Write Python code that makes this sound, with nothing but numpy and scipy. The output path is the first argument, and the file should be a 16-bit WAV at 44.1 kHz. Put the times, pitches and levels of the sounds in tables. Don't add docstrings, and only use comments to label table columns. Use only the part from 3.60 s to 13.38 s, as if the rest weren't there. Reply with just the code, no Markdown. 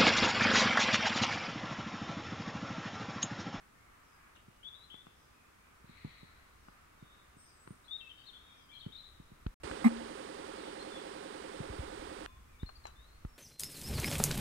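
import sys
import numpy as np
from scipy import signal
from scipy.fft import rfft, irfft, next_fast_len
from scipy.io import wavfile

SR = 44100
rng = np.random.default_rng(int(sys.argv[2]) if len(sys.argv) > 2 else 0)


def log_audio(samples):
    frames = np.atleast_2d(samples).T
    limited = np.clip(frames, -1, 1)
    pcm = np.round(limited * 32767).astype(np.int16)
    wavfile.write(sys.argv[1], SR, pcm)


N = 431298
TIME = np.arange(N) / SR

# (f/Hz, density/dB per Hz)
AIR_SPECTRUM = [(20, -95), (70, -90), (170, -96.5), (300, -96), (600, -101), (1500, -105), (3000, -109),
                (4500, -111.5), (7000, -113), (9200, -112.5), (11500, -117), (15500, -119)]
# (f/Hz, density/dB per Hz)
ROAD_SPECTRUM = [(500, -115), (850, -101), (1200, -93), (1600, -97.5), (2100, -100), (3000, -110),
                 (4500, -125)]
# (t/s, level/dB)
ROAD_LEVEL_DB = [(0, 1.5), (1.5, -1.5), (3, 0.5), (4.5, -1.5), (5.9, -2.5), (8.8, -2), (9.78, -4.5)]
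SYLLABLE_SHAPES = {"flick": (0.21, 0.06, 50, -9), "rise": (.07, -0.04, 60, -11),
                   "arch": (.07, 0.037, 3, -40), "fall": (-.38, .04, 169, -5),
                   "sag": (-.07, -0.01, 4.5, -40), "trill": (0.05, 0.09, 132, -6),
                   "hold": (0.05, -0.03, 14, -40), "scoop": (.13, -0.12, 5, -40),
                   "slide": (.19, -.03, 12, -40), "droop": (-0.03, .02, 29.5, -18),
                   "zip": (.11, .03, 140, -20), "cup": (.005, -.035, 2, -40), "sigh": (-.09, .03, 25, -40)}
# (start t/s, length/s, middle f/Hz, level/dB, syllable)
FAR_NOTES = [ (0.753, .012, 3200, -63, "fall"), (3.386, .24, 3690, -77, "hold"),
             (3.42, 0.22, 3470, -76, "hold"), (3.762, .09, 8450, -67, "zip"),
             (3.876, .15, 8070, -74.5, "sag"), (4.019, .11, 8680, -72.5, "zip"),
             (8.62, 0.17, 3500, -76, "droop"), (8.658, 0.106, 2480, -76.5, "droop"),
             (8.647, 0.15, 1040, -70.5, "hold"), (9.68, .12, 5400, -78, "droop")]
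# (start t/s, level/dB)
TWO_TONE_CALLS = [(.419, -82), (1.546, -81), (2.968, -85), (3.782, -74), (4.918, -81)]
# (f/Hz, level/dB)
THROAT_RESPONSE = [(1200, -30), (1900, 2.5), (2450, 0), (2950, -9.5), (3650, -4.5), (4020, 2), (4400, -2),
                   (4800, -21), (6500, -46)]
# (t/s, peak of the thud/dB, touch)
FINGER_BUMPS = [ (.882, -48, "tap"), (1.342, -47, "nail"), (1.468, -48, "nail"), (2.242, -48, "tap"),
                (2.294, -46.5, "tap"), (2.447, -31.5, "tap"), (2.63, -44, "tap"), (3.084, -46.5, "nail"),
                (3.425, -43, "tap"), (3.767, -49, "tap"), (4.075, -43.5, "nail"), (4.106, -38, "tap"),
                (5.263, -33, "tap"), (5.599, -43, "tap"), (5.717, -45.5, "tap"), (5.864, -25, "press"),
                (6.041, -42, "squeeze"), (6.11, -39, "press"), (8.002, -31, "tap"),
                (8.097, -35.5, "squeeze"), (8.191, -31, "squeeze"), (9.031, -27.5, "press"),
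                (9.649, -30, "press")]
TOUCH_KINDS = {"nail": (560, 134, -3, -9), "tap": (260, 117, -22, -5.5), "press": (350, 36.5, -18.5, -21),
               "squeeze": (97, 54, -43, -11)}
# (t/s, level/dB, decay/s, treble snap/dB)
CASE_TICKS = [(0.76, -57, .004, 0), (5.867, -29, 0.00033, -40), (6.113, -26, 0.00058, -28),
              (8.661, -29.5, 0.00046, -6), (9.091, -48.5, .007, -14), (9.254, -41.5, .0035, -7),
              (9.268, -47.5, .003, 9.5), (9.275, -56, 0.024, -3)]
# (f/Hz, level/dB)
TICK_RESPONSE = [(200, -19), (800, 9.5), (1500, -0.5), (2100, -2.5), (3100, -8.5), (4500, -18.5),
                 (7000, -48), (12000, -59)]
# (f/Hz, level/dB)
SNAP_RESPONSE = [(2500, -23), (5000, -17), (6300, -7), (8000, -18), (11000, -33), (15000, -36)]
# (f/Hz, density/dB per Hz)
RUMBLE_SPECTRUM = [(12, -74.5), (30, -75), (60, -68), (110, -83), (300, -99), (700, -115)]
# (t/s, level/dB)
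HAND_LEVEL_DB = [(0, -21), (1.9, -25), (2.4, -13), (4.8, -22), (5.6, -9.5), (7.8, -16.5), (8.15, -3.5),
                 (9.78, -8)]
# (f/Hz, level/dB)
RATTLE_RESPONSE = [(400, -21), (750, 11), (950, -1), (1140, 4.5), (1450, -10), (2100, 7), (2700, -15.5),
                   (3200, -13.5), (6500, -27), (8500, -14), (11500, -38), (15000, -26)]
# (f/Hz, left/dB per Hz, right/dB per Hz)
MOTOR_RESPONSE = [(90, -99, -99), (203, -79.5, -77), (322, -77, -73), (404, -71, -73), (468, -80.5, -77),
                  (560, -78, -68), (555, -79.5, -77.5), (804, -85.5, -75), (1310, -90, -79.5),
                  (2130, -99, -84), (4400, -105, -88), (6800, -118, -97.5), (8330, -117, -91),
                  (9410, -120, -92.5), (11900, -130, -119)]
# (teeth, level/dB, catch level/dB, catch place in turn t/s, catch width/s)
HUM_GEARS = [(40, -62, -44.5, 0.044, 0.0049), (50, -70, -56, 0.0014, 0.013), (29, -70, -57, .0935, 0.012)]
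# (start t/s, length/s, middle f/Hz, level/dB, syllable)
ROBIN_NOTES = [ (1.029, .023, 3300, -55, "flick"), (1.046, 0.045, 3430, -46.5, "rise"),
               (1.099, 0.058, 3480, -53.5, "rise"), (1.151, 0.1, 3870, -60, "rise"),
               (1.3, .026, 3300, -52.5, "flick"), (1.325, 0.032, 3400, -53, "flick"),
               (1.367, .055, 3440, -59, "rise"), (4.24, .028, 4030, -69, "flick"),
               (4.279, 0.029, 3420, -55, "hold"), (4.308, .061, 3685, -40.5, "arch"),
               (4.383, .033, 3450, -52, "fall"), (4.406, 0.078, 2660, -56, "sag"),
               (4.492, .03, 3200, -53.5, "trill"), (4.574, 0.049, 3180, -60, "trill"),
               (4.579, 0.025, 4480, -72, "rise"), (4.632, .033, 3900, -65, "trill"),
               (4.665, 0.038, 3830, -54, "fall"), (4.73, 0.048, 3450, -56.5, "trill"),
               (4.791, .17, 3680, -68.5, "droop"), (4.83, 0.19, 3320, -70.5, "droop"),
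               (5.09, 0.051, 3400, -59, "trill"), (5.113, .028, 2350, -65, "droop"),
               (5.133, 0.024, 4200, -62, "trill"), (5.149, .035, 3200, -53, "rise"),
               (5.189, .018, 4280, -58.5, "trill"), (5.208, 0.013, 3720, -51.5, "flick"),
               (5.226, .035, 3280, -56.5, "trill"), (5.321, 0.018, 3780, -52, "flick"),
               (5.349, .019, 3650, -49, "scoop"), (5.371, .037, 4000, -53, "trill"),
               (5.431, 0.041, 3920, -57, "flick"), (6.96, .048, 4300, -62, "fall"),
               (7.027, 0.067, 3600, -60.5, "fall"), (7.193, 0.037, 4200, -55, "rise"),
               (7.315, .077, 3450, -56, "sag"), (8.996, .037, 3580, -60, "scoop"),
               (9.06, 0.038, 4180, -54.5, "cup"), (9.154, 0.02, 4480, -58, "cup"),
               (9.238, 0.051, 4010, -60, "sag"), (9.354, 0.11, 3705, -67, "slide"),
               (9.467, .11, 4220, -74.5, "hold")]
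# (t/s, level/dB)
ROBIN_ECHO_DB = [(1.2, -2), (4.6, 0), (5.4, 1.5), (7.2, 0.5), (9.2, -5)]

SECOND_VOICE_OCTAVES, SECOND_VOICE_LAG_S = -.06, .007
LOW_TONE_HZ, LOW_TONE_S = 5070, .15
HIGH_TONE_HZ, HIGH_TONE_S, HIGH_TONE_DB = 5880, 0.083, -1.5
CHURR_S, CHURR_ATTACK_S, CHURR_HOLD_S, CHURR_RELEASE_S = 2.235, 0.076, 0.27, 0.077
CHURR_DB = -60
SILENCE_START_S, SILENCE_END_S = 5.943, 6.0
MOTOR_ON_S, MOTOR_OFF_S, TURN_S = 6.034, 8.662, .095828
MOTOR_DB, START_SURGE_DB, SETTLE_S = -1, 4.5, 0.21
DRIVE_S, BRAKE_S = .0225, .019
KNOCK_DB, RING_DB, RING_T60_S = -11.3, -34, .7
TOP_HZ = 15750


def undb(db):
    return 10 ** (np.asarray(db) / 20)


def curve(rows):
    return undb(np.interp(TIME, *np.transpose(rows)))


def colour(x, points):
    size = next_fast_len(x.shape[-1], True)
    hz, db = np.transpose(points)
    log_hz = np.log(np.fft.rfftfreq(size, 1 / SR) + 1)
    gain = undb(np.interp(log_hz, np.log(hz), db))
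    return irfft(rfft(x, size) * gain, size)[..., :x.shape[-1]]


def butter(x, hz, kind, order=2):
    sos = signal.butter(order, min(hz, SR / 2 - 1), kind, fs=SR, output="sos")
    return signal.sosfilt(sos, x)


def white(channels=2):
    return rng.standard_normal((channels, N)) * np.sqrt(SR / 2)


def walk(rate_hz):
    return np.interp(TIME * rate_hz, np.arange(4096), rng.standard_normal(4096))


def ports(x, pan_db=0, lag_samples=34):
    left = np.pad(x, (lag_samples, 0))[:N] * undb(pan_db / 2)
    right = x * undb(-pan_db / 2)
    return np.array([left, right])


def add(track, start_s, x):
    i = max(int(start_s * SR), 0)
    track[i:i + len(x)] += x[:max(N - i, 0)]


def garden(x, early_s, late_s, late_db):
    t = TIME[:SR]
    onset = 1 - np.exp(-t / 0.0028)
    decay = np.exp(-t / early_s) + undb(late_db) * np.exp(-t / late_s)
    echoes = rng.standard_normal((2, SR)) * onset * decay
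    echoes /= np.sqrt(np.sum(echoes ** 2, axis=1, keepdims=True))
    return signal.fftconvolve(x[None], echoes, axes=1)[:, :N]


def whistle(length_s, first_hz, middle_hz, last_hz, warble_hz, warble_rate_hz=170, edge=0.097):
    t = TIME[:max(int(length_s * SR), 2)]
    u = t / t[-1]
    arch_hz = first_hz * (1 - u) * (1 - 2 * u) + middle_hz * 4 * u * (1 - u) + last_hz * u * (2 * u - 1)
    warble = np.interp(t * warble_rate_hz, np.arange(64), rng.standard_normal(64))
    hz = arch_hz + 0.786 * warble_hz * warble
    tone = np.sin(2 * np.pi * np.cumsum(hz) / SR)
    return np.sqrt(2) * signal.windows.tukey(len(t), edge) * tone


def syllable(length_s, hz, db, name):
    glide, arch, warble_hz, second_db = SYLLABLE_SHAPES[name]
    pitches_hz = hz * 2 ** np.array([-glide / 2 - arch, 0, glide / 2 - arch])
    first = whistle(length_s, *pitches_hz, warble_hz)
    second = whistle(length_s, *(pitches_hz * 2 ** SECOND_VOICE_OCTAVES), warble_hz)
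    lag = int(SECOND_VOICE_LAG_S * SR)
    both = np.pad(first, (0, lag)) + undb(second_db) * np.pad(second, (lag, 0))
    return undb(db) * both / np.hypot(1, undb(second_db))


def once_a_turn(place_s, width_s):
    away_s = (TIME - MOTOR_ON_S - place_s + TURN_S / 2) % TURN_S - TURN_S / 2
    return np.exp(-(away_s / width_s) ** 2)


def background(shared_hz=330, waver_db=1.37):
    shared = ports(butter(white(channels=1)[0], shared_hz, "low"))
    air = colour(shared + butter(white(), shared_hz, "high"), AIR_SPECTRUM)
    road = colour(0.81 * white() + 0.42 * ports(white(channels=1)[0]), ROAD_SPECTRUM)
    return air + road * curve(ROAD_LEVEL_DB) * undb(waver_db * walk(6))


def far_birds(chorus_db=-86, count=60):
    song = np.zeros(N)
    for start_s, length_s, hz, db, name in FAR_NOTES:
        add(song, start_s, syllable(length_s, hz, db, name))
    for start_s, db in TWO_TONE_CALLS:
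        add(song, start_s, syllable(LOW_TONE_S, LOW_TONE_HZ, db, "sigh"))
        add(song, start_s + .014, syllable(HIGH_TONE_S, HIGH_TONE_HZ, db + HIGH_TONE_DB, "droop"))
    for when, span, pitch, bend, size in rng.random((count, 5)):
        hz = 1500 * 2 ** pitch
        note = whistle(0.0563 + 0.123 * span, hz, hz * (.9 + 0.22 * bend), hz, 88)
        add(song, when * N / SR, undb(chorus_db + 9.5 * size) * note)
    echoes = garden(song, early_s=0.026, late_s=0.2, late_db=-12.5)
    return undb(-6.5) * ports(song, pan_db=14.5) + undb(2.0) * echoes


def churr(pulse_hz=110, jitter=.25, puff_share=0.68, pan_db=5):
    phase = np.cumsum(pulse_hz * (1 + jitter * walk(90))) / SR % 1
    puffs = np.exp(-phase / puff_share) * rng.standard_normal(N)
    rasp = colour(puffs, THROAT_RESPONSE)
    corners_s = CHURR_S + np.cumsum([0, CHURR_ATTACK_S, CHURR_HOLD_S, CHURR_RELEASE_S])
    call = undb(CHURR_DB) * rasp / rasp.std() * np.interp(TIME, corners_s, [0, 1, 1, 0])
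    echoes = garden(call, early_s=.04, late_s=0.28, late_db=-6)
    return undb(-8) * ports(call, pan_db=pan_db) + echoes * undb([[0], [-pan_db]])


def handling(push_s=0.0035, shudder_s=0.024, slip_s=0.0023, touch_snap_db=-22):
    thuds, slips, snaps = np.zeros((3, N))
    t = TIME[:SR // 5]
    touch_ticks = []
    for start_s, db, touch in FINGER_BUMPS:
        upper_hz, lower_hz, tick_db, shudder_db = TOUCH_KINDS[touch]
        shudder = undb(shudder_db) * np.exp(-t / shudder_s) * rng.standard_normal(len(t))
        push = np.exp(-t / push_s) + shudder
        thud = butter(butter(push, upper_hz, "low"), lower_hz, "high", order=4)
        add(thuds, start_s, undb(db) * thud / np.abs(thud).max())
        touch_ticks.append((start_s, db + tick_db, slip_s, touch_snap_db))
    for start_s, db, decay_s, snap_db in CASE_TICKS + touch_ticks:
        slip = undb(db) * np.exp(-t / decay_s) * rng.standard_normal(len(t))
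        add(slips, start_s, slip)
        add(snaps, start_s, slip * undb(snap_db))
    ticks = colour(slips, TICK_RESPONSE) + colour(snaps, SNAP_RESPONSE)
    rumble = colour(white(channels=1)[0], RUMBLE_SPECTRUM) * curve(HAND_LEVEL_DB)
    return ports(thuds + rumble) + undb(9.0) * ports(ticks, pan_db=5, lag_samples=30)


def vibrator(spring_hz=231, rattle_db=-26, kick_s=6.243):
    t = TIME - kick_s
    stop_s = DRIVE_S + BRAKE_S
    swing = np.sin(2 * np.pi * spring_hz * t)
    reach = np.interp(t, [0, DRIVE_S, stop_s], [0, undb(KNOCK_DB), undb(RING_DB)])
    ringing = np.exp(-np.log(1000) * np.maximum(t - stop_s, 0) / RING_T60_S)
    knock = swing * reach * ringing
    contact = (.5 + swing ** 2) * (t > 0) * (t < stop_s) * np.exp(-np.abs(t) / 0.073)
    rattle = colour(contact * rng.standard_normal(N), RATTLE_RESPONSE)
    return ports(knock, lag_samples=36) + undb(rattle_db) * ports(rattle, pan_db=-7.0)


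def lens_motor(repeat_hz=1900, loose=0.5, stall=0.41, stall_s=0.023, stall_hz=650):
    size = round(TURN_S * SR)
    turn = irfft(np.exp(2j * np.pi * rng.random(size // 2 + 1)), size)
    grind = np.resize(turn / turn.std(), N) * np.sqrt(SR / 2)
    friction, play = white()
    low = butter(grind + loose * play, repeat_hz, "low", order=1)
    drive = low + butter(friction, repeat_hz, "high", order=1)
    first_catch_s = HUM_GEARS[0][3]
    low_grind = colour(drive, [(stall_hz, 0), (2 * stall_hz, -40)])
    drive = drive - stall * once_a_turn(first_catch_s, stall_s) * low_grind
    hz, left_db, right_db = np.transpose(MOTOR_RESPONSE)
    left, right = ports(drive, lag_samples=26)
    body = np.array([colour(left, np.c_[hz, left_db]), colour(right, np.c_[hz, right_db])])
    hum = np.zeros(N)
    for teeth, db, catch_db, place_s, width_s in HUM_GEARS:
        level = undb(db) + undb(catch_db) * once_a_turn(place_s, width_s)
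        hum += level * np.sqrt(2) * np.sin(2 * np.pi * teeth * TIME / TURN_S)
    effort_db = MOTOR_DB + START_SURGE_DB * np.exp(-np.abs(TIME - MOTOR_ON_S) / SETTLE_S)
    running = (TIME > MOTOR_ON_S) & (TIME < MOTOR_OFF_S)
    return (body + ports(hum, pan_db=-6.5, lag_samples=26)) * undb(effort_db) * running


def robin(echo_pan_db=8, even_db=-57, echo_follows=0.65):
    direct, scattered = np.zeros((2, N))
    for start_s, length_s, hz, db, name in ROBIN_NOTES:
        note = syllable(length_s, hz, db, name)
        add(direct, start_s, note)
        add(scattered, start_s, note * undb((1 - echo_follows) * (even_db - db)))
    echoes = garden(scattered * curve(ROBIN_ECHO_DB), early_s=0.047, late_s=0.22, late_db=-12.5)
    return undb(-3.5) * ports(direct, pan_db=11.5) + echoes * undb([[-1], [-echo_pan_db]])


def scene():
    return background() + far_birds() + churr() + handling() + vibrator() + lens_motor() + robin()


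def record(dry):
    live = (TIME < SILENCE_START_S) | (TIME > SILENCE_END_S)
    top_cut = signal.ellip(10, .2, 70, TOP_HZ, fs=SR, output="sos")
    return signal.sosfilt(top_cut, dry * live)


dry = scene()
out = record(dry)
log_audio(out)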